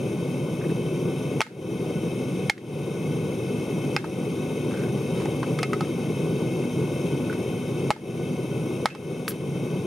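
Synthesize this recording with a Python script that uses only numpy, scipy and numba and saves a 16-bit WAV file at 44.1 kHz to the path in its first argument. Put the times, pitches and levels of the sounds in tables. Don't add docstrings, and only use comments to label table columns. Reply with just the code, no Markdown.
import sys
import numpy as np
from scipy import signal
from scipy.fft import rfft, irfft, next_fast_len
from scipy.io import wavfile
from scipy.ndimage import minimum_filter1d
from numba import njit

SR = 44100
rng = np.random.default_rng(int(sys.argv[2]) if len(sys.argv) > 2 else 0)


def materialize(psi):
    bounded = np.clip(np.atleast_2d(psi).T, -1, 1)
    quanta = np.round(bounded * 32767).astype(np.int16)
    wavfile.write(sys.argv[1], SR, quanta)


N = 434826

# time_s, flame_db, jet_db
BURNER_LEVELS = [(0, -26, -45), (2, -26.5, -45), (4, -25.5, -44), (6, -25.5, -44), (8, -26.5, -44.5),
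                 (8.8, -25, -44.5), (9.4, -29, -47), (9.86, -27, -46.5)]
# pitch_hz, relative_db
FLAME_TONE = [(25, -21.5), (55, -30), (100, -10.5), (140, 0.5), (200, -4.5), (380, -5), (500, -10),
              (700, -26), (1100, -28), (1400, -38.5), (2000, -57.5)]
JET_TONE = [(900, -11), (1800, -11.5), (2400, -2.5), (3500, -6.5), (4400, -14.5), (5600, -10.5),
            (7000, -10.5), (7700, -24), (8400, -8.5), (11500, -11), (13000, -22), (15200, -69),
            (15800, -46)]
# pitch_hz, width_hz, gain_db
GROUND_REFLECTION_PEAKS = [(231.5, 9.1, -16.5), (245.6, 20, 5.5), (278.5, 29, -7.5), (714, 15.3, -12),
                           (741.4, 31.5, 9), (1487, 60, 16)]
# pitch_hz, width_hz, gain_db
TUBE_PEAKS = [(2174, 162, 14), (2596, 178, 13.5), (2835, 153, -6), (3100, 150, 11.5), (3754, 176, 11),
              (4630, 6.8, 19.5), (5326, 310, 7), (5870, 88, 10.5), (6340, 200, 7.5), (8860, 350, 3.5),
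              (9600, 110, 6.5), (12600, 200, -2), (13500, 250, 6), (14000, 300, -29)]
# pitch_hz, gain_db
LEFT_LOUDER = [(60, 1), (130, -0.5), (290, 1), (640, 3), (1410, 4), (3100, 4), (6820, -0.5), (15000, 1.5)]
# pitch_hz, phase_radians
LEFT_AHEAD = [(0, -0.37), (600, 0.44), (2930, -0.52), (4050, 0.2), (9820, 0.015), (11800, -0.8),
              (12500, -0.1), (16100, -0.1)]
# pitch_hz, relative_db
SCATTERED_SHARE = [(30, -10), (80, -45), (300, -33), (1000, -8), (3000, -11.5), (8000, -9.5), (15000, -7.5)]

# start_s, end_s, level_db, pitch_hz
MOULD_DRAGS = [(0.594, .72, -52, 1640), (4.692, 4.9, -30.5, 1540), (5.156, 5.257, -33.5, 1000)]
# (second_db, crack_db and clonk_db are added to blow_db)
MOULD_KNOCKS = [(.612, -30, 1570, 2560, -9, 40, 1.1, -25, -30, 850),
                (.641, -31, 1740, 1285, -2, 40, 0.57, -22, -30, 850),
                (0.695, -30, 1580, 2580, -3, 45, 1.1, -25, -30, 850),
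                (1.4061, 3, 2340, 1075, -2.5, 60, .9, -9.5, 2, 885),
                (1.4153, 14, 1330, 2090, -6, 40, 0.47, -13, -5, 900),
                (1.416, 5, 5540, 3200, -3, 40, 0.72, -16, -30, 900),
                (1.4654, -17, 2025, 1230, 4, 40, 0.54, -9, 8, 880),
                (2.4974, 3, 2180, 3130, 5, 77, 0.4, -7.5, -2.5, 810),
                (2.4997, 8, 2110, 5050, 0, 68, 0.47, -11.5, -1, 820),
                (2.579, -14, 1940, 2340, -4, 40, 0.28, -15, -25, 850),
                (3.9643, -4, 2500, 5280, -1, 51, 0.68, -16, -28, 820),
                (3.9645, -3, 1540, 1360, -4, 45, 0.61, -32, -25, 810),
                (3.9662, -6, 2060, 2600, -13, 55, .45, -25, 4.5, 804),
                (4.0432, -13.5, 1040, 1330, -3, 45, 0.66, -20, 0, 924),
                (4.739, -21.5, 1560, 1580, -7, 65, 1.1, -35, -32, 850),
                (5.157, -32, 1040, 1580, -8, 23, 0.51, -11, -3, 850),
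                (5.256, -28.5, 1510, 2200, -3, 30, 0.55, -6, 13, 820),
                (5.4304, -15.5, 1030, 1400, -4, 47, 0.9, -17, -6, 850),
                (5.5885, -18.5, 1290, 2170, -2, 45, 0.58, -8.5, -20, 850),
                (5.6296, -13.5, 1280, 2260, -5.5, 50, 0.93, -6.5, 2.5, 740),
                (5.631, -13, 5270, 2450, 3, 52, 0.69, -14, -30, 850),
                (5.732, -9.5, 1280, 2030, -9, 61, 0.66, -15.5, -9, 914),
                (5.8072, -15, 1280, 2230, -12, 62, 0.88, -12, 3, 810),
                (5.847, -36, 2200, 1320, 5, 26, 0.52, -3, -16, 860),
                (7.298, -19, 1472, 2480, -12, 150, 1.1, -26, -30, 850),
                (7.328, -18.5, 1540, 1130, -2, 37, 0.45, -25, -24, 790),
                (7.9051, 3.5, 1060, 2140, -9, 51, 0.77, -13, 7, 870),
                (7.9099, 2.5, 1230, 2200, -4, 47, 0.38, -14, 7, 844),
                (7.963, -23, 1040, 1230, -3, 30, .6, -10, 11, 880),
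                (8.857, 1.5, 1110, 5000, -8, 48, 0.79, -8, 6, 874),
                (8.8595, 0, 2090, 1230, 2, 55, 0.55, -22, -2, 820),
                (8.885, -16, 1230, 2430, -6, 20, .6, -12, -1, 850),
                (8.902, -8, 2690, 4300, -24, 120, 1.3, -40, -40, 850),
                (8.9495, -19.5, 1030, 2210, -16, 23, 1, -8.5, 4, 860),
                (9.2796, -7.5, 1440, 3740, -1, 35, 0.23, -11, -53, 850),
                (9.307, -28, 1500, 4400, 6, 28, .4, -3, -20, 850),
                (9.318, -31, 1500, 4300, 0, 20, 0.37, -8, -20, 850)]
# pitch_hz, level_db, ring_s (before ring_scale)
MOULD_NOTES = [(1040, 13.5, 0.014), (1150, -14, 0.028), (1168, 1, 0.036), (1275, 3, 0.08), (1380, 5, 0.035),
               (1460, -10, 0.024), (1474, -0.5, 0.061), (1543, -3.5, 0.067), (1740, 5, 0.04),
               (1900, 6.5, 0.046), (2015, 5, 0.059), (2140, 0, 0.14), (2208, 5.5, 0.044),
               (2264, -12.5, 0.036), (2414, 1.5, 0.051), (2530, 3, 0.052), (2640, -9, 0.17),
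               (2850, -2, 0.017), (2950, 4, 0.023), (3250, 6, 0.029), (3540, 1, 0.023), (4130, -5, 0.048),
               (4940, 2, 0.026), (5130, 7, 0.026), (6200, -12, 0.013), (6800, -18, .012)]
# multiple_of_clonk_hz, level_db, ring_s (before ring_scale)
CLONK_NOTES = [(.77, -10, 0.024), (1, -2.5, 0.028)]
# pitch_hz, relative_db
CRACK_TONE = [(600, -10), (1200, 8), (2400, 11), (3600, 7), (5200, 5), (7500, -1), (10000, -3),
              (16000, -27)]
YARD_TONE = [(500, -31), (1500, 15), (2600, 8), (5000, 1.5), (9000, -7), (12000, -10), (16000, -24)]

# lift_s, land_s, ring_db, rattle_db
BAR_LIFT = (9.2825, 9.308, -27, -31)
# pitch_hz, level_db, ring_s (before ring_scale)
BAR_NOTES = [(9082, -8, .04), (9812, -5, .3), (10148, -5, .1), (11297, 0, .16), (11979, -3, .16),
             (13155, -5, .16), (13771, -4, .16), (15597, -8, .14)]
# pitch_hz, relative_db
RATTLE_TONE = [(1000, -24), (2500, -12), (6000, -3), (11000, 0), (16000, -8)]


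def from_db(db):
    return 10 ** (np.asarray(db) / 20)


def rms_one(x):
    return x / np.sqrt(np.mean(x ** 2) + 1e-20)


def at_hz(points, hz):
    points = np.array(points, float)
    return np.interp(np.log(hz), np.log(points[:, 0] + 1), points[:, 1])


def drift(rate_hz):
    step = 40
    pole = np.exp(-2 * np.pi * rate_hz * step / SR)
    noise = rng.standard_normal(N // step + 2002)
    slow = signal.lfilter([1], [1, -2 * pole, pole * pole], noise)[2000:]
    return np.interp(np.arange(N) / step, np.arange(len(slow)), rms_one(slow))


def colour(x, tone, peaks=()):
    size = next_fast_len(len(x))
    hz = np.arange(1, size // 2 + 2) * SR / size
    peaks_db = sum(db / (1 + (2 * (hz - pitch) / width) ** 2) for pitch, width, db in peaks)
    return irfft(rfft(x, size) * from_db(at_hz(tone, hz) + peaks_db), size)[:len(x)]


def swirling_gas(tone, peaks, flutter_db):
    flutter = from_db(flutter_db)
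    direct, scattered = (colour(rng.standard_normal(N) * flutter, tone, peaks) for _ in range(2))
    return np.array([direct, scattered]) / np.std(direct)


def burner():
    time_s, flame_db, jet_db = np.transpose(BURNER_LEVELS)
    t, gust = np.arange(N) / SR, drift(0.75)
    flame = swirling_gas(FLAME_TONE, GROUND_REFLECTION_PEAKS, flutter_db=0.48 * gust + drift(26.5))
    flame *= from_db(np.interp(t, time_s, flame_db))
    flame[0] -= 0.17 * (flame[0] ** 2 - np.mean(flame[0] ** 2))
    jet = swirling_gas(JET_TONE, TUBE_PEAKS, flutter_db=0.6 * (0.7 * gust + drift(30.0)))
    jet *= from_db(np.interp(t, time_s, jet_db))
    size = next_fast_len(N)
    hz = np.arange(1, size // 2 + 2) * SR / size
    direct, scattered = rfft(flame + jet, size)
    scattered *= from_db(at_hz(SCATTERED_SHARE, hz))
    lean = from_db(at_hz(LEFT_LOUDER, hz) / 2) * np.exp(.5j * at_hz(LEFT_AHEAD, hz))
    return irfft([(direct + scattered) * lean, (direct - scattered) / lean], size)[:, :N]


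def drags(bumps=14):
    rows = []
    for start_s, end_s, level_db, pitch_hz in MOULD_DRAGS:
        for when, size in rng.random((bumps, 2)):
            time_s = start_s + when * (end_s - start_s)
            blow_db = level_db + 12 * (size - .5)
            rows.append((time_s, blow_db, pitch_hz, pitch_hz, 0, 60, .8, -16, -30, 850))
    return rows


def struck(starts, strength_db, notes, rise_s, ring_scale=0.86, pitch_scale=1):
    pitch, level_db, ring_s = np.transpose(notes)[:, :, None]
    t, out = np.arange(SR // 4) / SR, np.zeros(N + SR)
    gains = from_db(strength_db + level_db[:, 0])
    per_blow = np.ones((len(starts), 1))
    for start, gain, length, tune in zip(starts, gains, ring_scale * per_blow, pitch_scale * per_blow):
        swell = from_db(-60 * t / (length * ring_s)) - from_db(-60 * t / rise_s)
        out[start:start + len(t)] += gain @ (np.sin(2 * np.pi * tune * pitch * t) * swell)
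    return out[:N]


def fading(starts, level_db, fade_s):
    clicks = np.zeros(N)
    clicks[starts] = from_db(level_db).ravel()
    return signal.lfilter([1], [1, -np.exp(-1 / (fade_s * SR))], clicks + 1e-18)


def mould(crack_s=0.0022):
    hits = np.vstack([MOULD_KNOCKS, drags()])
    (start_s, blow_db, pitch_hz, second_hz, second_db, focus, ring_scale,
     crack_db, clonk_db, clonk_hz) = hits.T[:, :, None]
    starts = np.round(start_s[:, 0] * SR).astype(int)
    note_hz = np.array(MOULD_NOTES)[:, 0]
    favour_db = np.maximum(-focus * np.abs(np.log2(note_hz / pitch_hz)),
                           second_db - focus * np.abs(np.log2(note_hz / second_hz)))
    strength_db = blow_db - 9.0 + favour_db + rng.normal(0, 0.54, favour_db.shape)
    ring = struck(starts, strength_db, MOULD_NOTES, rise_s=0.0045, ring_scale=ring_scale)
    clonk = struck(starts, blow_db + clonk_db, CLONK_NOTES, rise_s=0.0069, pitch_scale=clonk_hz)
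    grit_db = blow_db + crack_db
    crack_shape = fading(starts, grit_db, crack_s) - fading(starts, grit_db, crack_s / 4)
    crack_shape += fading(starts, grit_db - 15, fade_s=0.013)
    crack = rms_one(colour(rng.standard_normal(N), CRACK_TONE)) * crack_shape
    yard_noise = np.array([rms_one(colour(rng.standard_normal(N), YARD_TONE)) for _ in range(2)])
    return ring + clonk + crack, yard_noise * fading(starts, blow_db - 32, fade_s=0.029)


def yard_echoes(x, loss_db_per_s=350):
    out = np.zeros((2, N))
    delays_s = rng.uniform(0.0022, .03, 12)
    for k, lag in enumerate((delays_s * SR).astype(int)):
        out[k % 2, lag:] += from_db(-loss_db_per_s * lag / SR) * x[:-lag] * (-1) ** (k // 2)
    return out


def copper_bar(damping_s=.006, wobble_db=1.5):
    lift_s, land_s, ring_db, rattle_db = BAR_LIFT
    starts = [round(lift_s * SR)]
    ring = struck(starts, np.array([[ring_db]]), BAR_NOTES, rise_s=0.003)
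    ring *= from_db(wobble_db * drift(98.0))
    rattle = rms_one(colour(rng.standard_normal(N), RATTLE_TONE))
    rattle *= fading(starts, rattle_db, fade_s=0.018)
    since_landing_s = np.maximum(np.arange(N) / SR - land_s, 0)
    return ring * np.exp(-since_landing_s / damping_s) + rattle


def scene():
    knocks, yard_tail = mould()
    clink = copper_bar()
    metal = knocks * from_db([[-.6], [.6]]) + clink * from_db([[1.2], [-1.2]])
    return burner() + metal + from_db(-22.0) * yard_echoes(knocks + clink) + yard_tail


@njit
def gain_cut(over_db, attack_s=0.0014, hold_s=0.024, release_s=0.18, release_db_per_s=35,
             slow_s=0.37, slow_share=0.25):
    cut_db, quick, slow, wait = np.zeros(len(over_db)), 0., 0., 0.
    for i in range(len(over_db)):
        if over_db[i] > quick:
            quick += (over_db[i] - quick) / (attack_s * SR)
            wait = hold_s * SR
        elif wait > 0:
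            wait -= 1
        else:
            quick = max(quick - (quick / release_s + release_db_per_s) / SR, 0.)
        slow = max(slow * (1 - 1 / (slow_s * SR)), slow_share * quick)
        cut_db[i] = (1 - slow_share) * quick + slow
    return cut_db


def record(dry, threshold_db=-12, ceiling=.56, bass_hz=70, treble_hz=16100):
    sensed = dry + np.diff(dry, prepend=0)
    swing = np.abs(sensed).max(axis=0)
    peak = -minimum_filter1d(-swing, size=89, origin=44)
    over_db = np.maximum(20 * np.log10(peak + 1e-9) - threshold_db, 0)
    ducked = dry * from_db(-gain_cut(over_db))
    rounded = ceiling * np.tanh(ducked / ceiling)
    bass_trimmed = signal.sosfilt(signal.butter(2, bass_hz, "high", fs=SR, output="sos"), rounded)
    return signal.sosfilt(signal.cheby2(24, 60, treble_hz, fs=SR, output="sos"), bass_trimmed)


dry = scene()
out = record(dry)
materialize(out)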